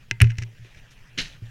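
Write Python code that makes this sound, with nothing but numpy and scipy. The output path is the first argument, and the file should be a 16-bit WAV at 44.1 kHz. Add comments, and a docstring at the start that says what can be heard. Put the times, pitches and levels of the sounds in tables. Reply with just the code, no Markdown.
"""Slow bobsled on ice

A bobsled slides slowly along an ice track. Soft blows make its hollow shell boom as fading tones,
while hard fittings knock, ring and rattle as sharp clicks and noise bursts with a faint echo.
The runners hiss as grainy noise over a low rumble, then bite the ice in one short crunchy scrape
with a patter of ice chips, and the sled bumps once more."""
import sys
import numpy as np
from scipy import signal
from scipy.fft import rfft, irfft
from scipy.io import wavfile
from scipy.ndimage import uniform_filter1d

SR = 44100
rng = np.random.default_rng(int(sys.argv[2]) if len(sys.argv) > 2 else 0)


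def materialize(psi):
    """Save the field psi as 16-bit PCM at rate SR to the path in sys.argv[1].

    A 1-D psi becomes a single channel; in a 2-D psi each row is a channel.
    """
    bounded = np.clip(np.atleast_2d(psi).T, -1, 1)
    quanta = np.round(bounded * 32767).astype(np.int16)
    wavfile.write(sys.argv[1], SR, quanta)


N = 66150  # samples: 1.5 seconds

# Ice grains: clicks per second, spread of click size in dB, and powder noise relative to the clicks
GLIDE_GRAINS_PER_S, GLIDE_SPREAD_DB, GLIDE_DUST = 1500, 1, 1.07
SCRAPE_SPREAD_DB, SCRAPE_DUST = 3, 0.64
SCRAPE_S = 1.175  # start of the scrape and of its spray


def amp(db):
    """Turns decibels into gain."""
    return 10 ** (np.asarray(db) / 20)


def unit(x):
    """Scales a signal to an rms (average strength) of 1."""
    return x / np.sqrt(np.mean(x ** 2) + 1e-20)


def read(points, hz):
    """Reads a table of (Hz, value) between its points, along log frequency."""
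    f, value = np.transpose(points)
    return np.interp(np.log(hz + 1), np.log(f + 1), value)


def fade(t, t60):
    """Stays at 1 until t = 0, then dies away by 60 dB in t60 seconds."""
    return np.exp(-np.log(1000) * np.maximum(t, 0) / t60)


def add(mix, s, sound):
    """Mixes a sound in at s seconds, cut off where the mix ends."""
    part = mix[max(round(s * SR), 0):][:len(sound)]
    part += sound[:len(part)]


def response(points, size=4096):
    """Makes a click of energy 1 with the given spectrum, packed towards its start (minimum phase)."""
    hz = abs(np.fft.fftfreq(size, 1 / SR))
    log_gain = np.log(amp(read(points, hz)))
    spectrum = np.exp(np.conj(signal.hilbert(log_gain)))
    h = np.fft.ifft(spectrum).real[:size // 2]
    return h / np.linalg.norm(h)


def coloured(x, points):
    """Filters a signal of N samples by a (Hz, dB) table and scales it to rms 1."""
    gain = amp(read(points, np.fft.rfftfreq(N, 1 / SR)))
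    return unit(irfft(rfft(x) * gain, N))


def chatter(t, rise_s, t60):
    """A swelling and dying noise burst of energy 1, for many tiny contacts."""
    level = np.minimum(t / rise_s, 1) * fade(t - rise_s, t60)
    burst = rng.standard_normal(len(t)) * level
    return burst / np.linalg.norm(burst)


def ice_grains(per_s, spread_db, dust):
    """Ice breaking under steel: random clicks of uneven size in fine powder noise."""
    size = amp(spread_db * np.minimum(rng.exponential(1, N), 4))
    size = size * rng.choice([-1, 1], N)
    clicks = unit(size * (rng.random(N) < per_s / SR))
    return clicks + dust * rng.standard_normal(N)


def rumble():
    """Low rumble of the shell: dark noise whose level wanders."""
    # Each row: frequency in Hz, strength in dB.
    rumble_colour = [(8, 4), (16, 4.5), (30, 2), (55, -6), (85, -13), (115, 1), (145, -5), (200, -15.5),
                     (260, -17), (330, -25.5), (450, -26.5), (900, -45.5)]
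    # Each row: time in seconds, level in dB.
    rumble_level = [(0, -50), (.45, -47.5), (.7, -53.5), (.8, -48), (.88, -53.5), (1.0, -48.5), (1.1, -52),
                    (1.2, -45.5), (1.35, -47.5), (1.5, -48.5)]
    shaking = amp(np.interp(np.arange(N) / SR, *np.transpose(rumble_level)))
    return shaking * coloured(rng.standard_normal(N), rumble_colour)


def glide():
    """Faint hiss of the runners: ice grains with random strong and weak patches, as on uneven ice."""
    # Level of the hiss. Each row: time in seconds, level in dB.
    glide_level = [(0, -59.5), (0.102, -62.5), (.5, -61.5), (.57, -57), (.62, -59.5), (.69, -59),
                   (.78, -55.5), (.83, -58.5), (0.889, -59.5), (.97, -55.5), (1.02, -59.5), (1.05, -58.5),
                   (1.15, -58.5), (1.328, -54), (1.4, -61.5), (1.46, -54.5), (1.5, -59)]
    # Each row: frequency in Hz, strength in dB.
    glide_colour = [(180, -22.5), (380, -5), (520, -4), (750, -8), (1140, -9), (1500, -3.5), (1850, 1.5),
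                    (2120, -6), (2420, -0.5), (3200, -5.5), (4400, -14), (5900, -12.5), (8000, -23),
                    (12000, -28.5), (13800, -34), (15300, -62)]
    patch_db, patch_s, patch_hz = 3, .04, 700  # typical depth; smoothing in time and in frequency
    grains = ice_grains(GLIDE_GRAINS_PER_S, GLIDE_SPREAD_DB, GLIDE_DUST)
    hz, t, z = signal.stft(grains, SR, nperseg=512)
    patches = rng.standard_normal(z.shape)
    patches = uniform_filter1d(patches, max(round(patch_hz / hz[1]), 1), axis=0)
    patches = unit(uniform_filter1d(patches, max(round(patch_s / t[1]), 1), axis=1))
    patchy = signal.istft(z * amp(patch_db * patches), SR)[1][:N]
    level = amp(np.interp(np.arange(N) / SR, *np.transpose(glide_level)))
    return level * coloured(patchy, glide_colour)


def scuff(length, db, treble_db):
    """A runner rubs over a rough patch: a quick swell of grains that tapers off."""
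    # Each row: frequency in Hz, strength in dB.
    scuff_colour = [(300, 1), (1000, -15), (1800, 4.5), (2450, 5), (3700, 0), (4600, -8.5), (6000, -8.5),
                    (8000, -21), (12000, -25), (16000, -45)]
    u = np.arange(0, length, 1 / SR) / length  # runs from 0 to 1
    grains = coloured(ice_grains(GLIDE_GRAINS_PER_S, GLIDE_SPREAD_DB, GLIDE_DUST), scuff_colour)
    grains = coloured(grains, [(3000, 0), (6000, treble_db)])
    swell = np.sin(np.pi * np.sqrt(u))
    return amp(db) * swell * grains[:len(u)]


def spray():
    """Ice chips thrown up by the scrape: a patter of grains that swells and dies away slowly."""
    # Each row: frequency in Hz, strength in dB.
    spray_colour = [(500, -11), (2000, 8), (4000, -8), (6500, 2.5), (8500, -9), (11500, -12.5),
                    (14000, -30), (16000, -32)]
    level_db, rise_s, t60, grains_per_s = -44.5, 0.044, 0.34, 1200
    t = np.arange(N) / SR - SCRAPE_S
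    level = np.clip(t / rise_s, 0, 1) * fade(t - rise_s, t60)
    grains = ice_grains(grains_per_s, SCRAPE_SPREAD_DB, SCRAPE_DUST)
    return amp(level_db) * level * coloured(grains, spray_colour)


def scrape():
    """A runner bites the ice: a juddering crunch of grains peaks fast and drags out as the sled lurches."""
    # Each row: frequency in Hz, strength in dB.
    scrape_colour = [(60, -11), (150, 1.5), (260, 0), (400, -10.5), (600, -14.5), (1080, -24), (1500, -3),
                     (2000, -2.5), (2500, 0), (3050, 2), (3500, -6), (4050, 1.5), (4500, -4), (6400, -10.5),
                     (7800, -24.5), (11000, -33), (16000, -65)]
    level_db, rise_s, hold_s, t60, grains_per_s = -29, 0.015, 0.0044, 0.13, 2600
    drag_db, drag_t60 = -5.5, 0.37  # slower tail, relative to the crunch
    judder_db, judder_hz = 1.46, 202  # typical swing of the level, and where its wobble stops being strong
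    lurch_s, lurch_db, lurch_hz, lurch_t60 = 1.21, -29.5, 21.6, 0.18
    t = np.arange(N) / SR - SCRAPE_S
    after = t - rise_s - hold_s
    tail = fade(after, t60) + amp(drag_db) * fade(after, drag_t60)
    level = np.sqrt(np.clip(t / rise_s, 0, 1)) * tail
    wobble = coloured(rng.standard_normal(N), [(judder_hz, 0), (2 * judder_hz, -40)])
    judder = amp(judder_db * wobble)
    grains = ice_grains(grains_per_s, SCRAPE_SPREAD_DB, SCRAPE_DUST)
    out = amp(level_db) * level * judder * coloured(grains, scrape_colour)
    u = np.arange(SR // 2) / SR
    lurch = -amp(lurch_db) * np.sin(2 * np.pi * lurch_hz * u) * fade(u, lurch_t60)
    add(out, lurch_s, lurch)
    return out


def track(x):
    """Short diffuse echo from the ice walls and canopy: noise whose treble dies sooner than its bass."""
    # Each row: frequency in Hz, time to die away by 60 dB in seconds.
    echo_t60 = [(200, 0.9), (2000, 0.45), (6000, 0.12), (14000, 0.09)]
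    hz, t, z = signal.stft(rng.standard_normal(SR // 2), SR, nperseg=256)
    tail = signal.istft(z * fade(t, read(echo_t60, hz)[:, None]), SR)[1]
    return signal.fftconvolve(x, tail / np.linalg.norm(tail))[:N]


def buzz():
    """Loose fittings go on rattling finely after the hard bumps: noise that dies away."""
    # Each row: start in seconds, level in dB, time to die away by 60 dB in seconds.
    buzzes = [(0.219, -43.5, 0.23), (0.389, -48, 0.19)]
    # Each row: frequency in Hz, strength in dB.
    buzz_colour = [(300, -10), (700, -5.5), (1200, -17), (1800, 3.5), (2700, -5), (3500, -2), (4800, -9),
                   (5900, -3), (7500, -15.5), (12000, -33), (16000, -42)]
    t = np.arange(N) / SR
    level = sum(amp(db) * (t > s) * fade(t - s, t60) for s, db, t60 in buzzes)
    return level * coloured(rng.standard_normal(N), buzz_colour)


def crack():
    """A bright snap: one sharp click and a few milliseconds of splintery chatter."""
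    # Each row: frequency in Hz, strength in dB.
    crack_colour = [(200, 15.5), (450, -4.5), (700, -29), (1400, 3), (2700, -1.5), (3600, -7.5),
                    (5600, -6.5), (7100, -11.5), (8500, -3), (10000, -8), (12000, -6.5), (14000, -26),
                    (16000, -39)]
    level_db, chatter_db = 6, 0.5  # the chatter is relative to the click
    t = np.arange(SR // 10) / SR
    force = amp(chatter_db) * chatter(t, rise_s=0.00069, t60=0.0065)
    force[0] += 1
    return amp(level_db) * signal.fftconvolve(force, response(crack_colour))


def knock(db, treble_db, chatter_db, ring_db):
    """A hard contact, its rebound and chatter travel through the panel and ring the fittings."""
    # Colour of the dull part. Each row: frequency in Hz, strength in dB.
    knock_colour = [(100, -4), (350, -11), (520, -32), (750, -46), (1150, -20), (1600, -1), (2050, -0.5),
                    (2650, -1), (3050, -9), (3400, -15), (4200, -16), (5000, -14), (5900, -7),
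                    (6800, -21.5), (8000, -27), (11800, -48.5), (14000, -45), (16000, -58)]
    # Ringing tones. Each row: frequency in Hz, level in dB before ring_db is added,
    # time to die away by 60 dB in seconds.
    fittings = [(925, -51.5, 0.16), (1409, -39.5, .04), (1575, -47, 0.058), (1760, -39, 0.037),
                (1893, -48, 0.099), (2071, -38, 0.12), (2494, -36.5, 0.051), (2590, -47, 0.037),
                (2682, -41, 0.031), (2914, -37, 0.037), (4030, -37, 0.011), (6400, -31, 0.0075)]
    overall_db, rebound_s, rebound_db = 4, 0.003003, -13
    spread_s, spread_hz = 0.0005915, 2020  # travel delay at this frequency
    t = np.arange(SR // 4) / SR
    force = amp(chatter_db) * chatter(t, rise_s=0.0017, t60=0.019)
    force[0] += 1
    add(force, rebound_s, amp(rebound_db) * np.array([.25, .5, .25]))
    body = sum(amp(ring_db + level) * np.sin(2 * np.pi * hz * t) * fade(t, t60)
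               for hz, level, t60 in fittings)
    add(body, 0, response(knock_colour))
    hardness = response([(3000, 0), (5000, treble_db)], size=256)
    hardness = hardness / abs(hardness.sum())  # leaves the bass level unchanged
    # Bending waves in the panel: the treble arrives first.
    hz = np.fft.rfftfreq(SR, 1 / SR)
    bending = np.exp(-2j * np.pi * 2 * spread_s * np.sqrt(hz * spread_hz))
    z = rfft(force, SR) * rfft(body, SR) * rfft(hardness, SR) * bending
    return amp(overall_db + db) * irfft(z, SR)[:len(t)]


def bump(boom_db, thud_db, rise_s, upper_db):
    """A soft blow swells the shell's boom and upper tones, with a dull thud and a slow heave."""
    # Upper tones of the shell. Each row: frequency in Hz, level in dB before upper_db is added,
    # time to die away by 60 dB in seconds.
    shell = [(168, -0.5, 0.12), (254, -8, 0.079), (380.8, -1, 0.11), (417, -10.5, 0.042), (502, -16, 0.065)]
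    t = np.arange(SR) / SR
    swell = np.sin(np.pi / 2 * np.minimum(t / rise_s, 1))

    def ring(hz, t60):
        """A tone that dies away once the blow has risen."""
        return np.sin(2 * np.pi * hz * t) * fade(t - rise_s, t60)

    boom = ring(114.34, t60=0.26)  # the hollow of the shell
    upper = sum(amp(db) * ring(hz, t60) for hz, db, t60 in shell)
    heave = amp(-14) * ring(31.4, t60=0.18)
    thud = heave - ring(84.4, t60=0.049)
    tones = amp(boom_db) * boom + amp(upper_db) * upper
    return swell * (tones + amp(thud_db) * swell ** 2 * thud)  # the thud swells in later


def scene():
    """Adds up runners on ice, knocks with their echo, and bumps of the shell."""
    # Rubs on rough ice. Each row: start in seconds, length in seconds, level in dB,
    # tilt in dB reached at 6 kHz relative to below 3 kHz.
    scuffs = [(0.65, 0.036, -54, -2), (0.60, 0.25, -61.5, 7), (0.768, 0.038, -53.5, -1),
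              (0.904, 0.045, -56.5, 13)]
    # Knocks of the fittings. Each row: start in seconds, level in dB before the overall knock level,
    # tilt in dB reached at 5 kHz relative to below 3 kHz, chatter in dB, ring in dB.
    knocks = [(0.1114, 0.5, -1, -11.5, -2.5), (0.2031, -2.5, -8, -4, 2), (0.2135, 2.5, -13.5, -6.5, 0.5),
              (0.2172, -1.5, -8, 0.5, -4.5), (0.2426, -15, -9.5, 0.5, 4.5), (0.2695, -30, -8, 4, 7.5),
              (0.2960, -29, -8, 2, -3), (0.3029, -20, -4.5, 0, -3), (0.306, -25, -3.5, 2, -8),
              (0.3168, -29.5, -6, 0.5, 9), (0.355, -34.5, -8, -6, -14), (0.3712, -38, 6, -1, -6),
              (0.3820, -29, 6.5, -7, 4), (0.3850, -15, 4, -21, 3), (0.4190, -30, -7, -9, 15),
              (0.423, -20, 1.5, 0.5, 0.5), (0.4348, -21.5, 1.5, -8.5, -4), (0.6473, -36, -5, -8, 5),
              (0.7470, -36, -3, 1, -1)]
    # Bumps of the shell. Each row: start in seconds, boom in dB, dull thud in dB,
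    # rise in seconds, upper tones in dB.
    bumps = [(0.1123, -27, -43, 0.00089, -43), (0.2091, -7, -6, 0.024, -31), (0.2450, -20, -43, 0.016, -47),
             (0.3799, -25.5, -22, 0.0097, -51), (0.4129, -26, -42, 0.014, -47),
             (0.5917, -38, -58, 0.008, -67), (0.616, -39, -64, 0.0085, -70),
             (0.647, -51, -69, 0.0055, -53.5), (0.764, -55, -39.5, 0.0084, -63),
             (1.42, -29, -35, 0.0045, -54)]
    crack_s, echo_db = .2175, -30  # the crack comes just after the strongest knock
    ice = rumble() + glide() + spray() + scrape()
    hard, soft = buzz(), np.zeros(N)
    for s, *rub in scuffs:
        add(ice, s, scuff(*rub))
    for s, *blow in knocks:
        add(hard, s, knock(*blow))
    add(hard, crack_s, crack())
    for s, *blow in bumps:
        add(soft, s, bump(*blow))
    return (ice + soft + hard + amp(echo_db) * track(hard))[None]


def record(dry):
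    """Clips at full scale, then removes the treble above about 16.5 kHz."""
    low_pass = signal.firwin(511, 16500, window=("kaiser", 9), fs=SR)
    return signal.oaconvolve(np.clip(dry, -1, 1), low_pass[None], "same")


dry = scene()
out = record(dry)
materialize(out)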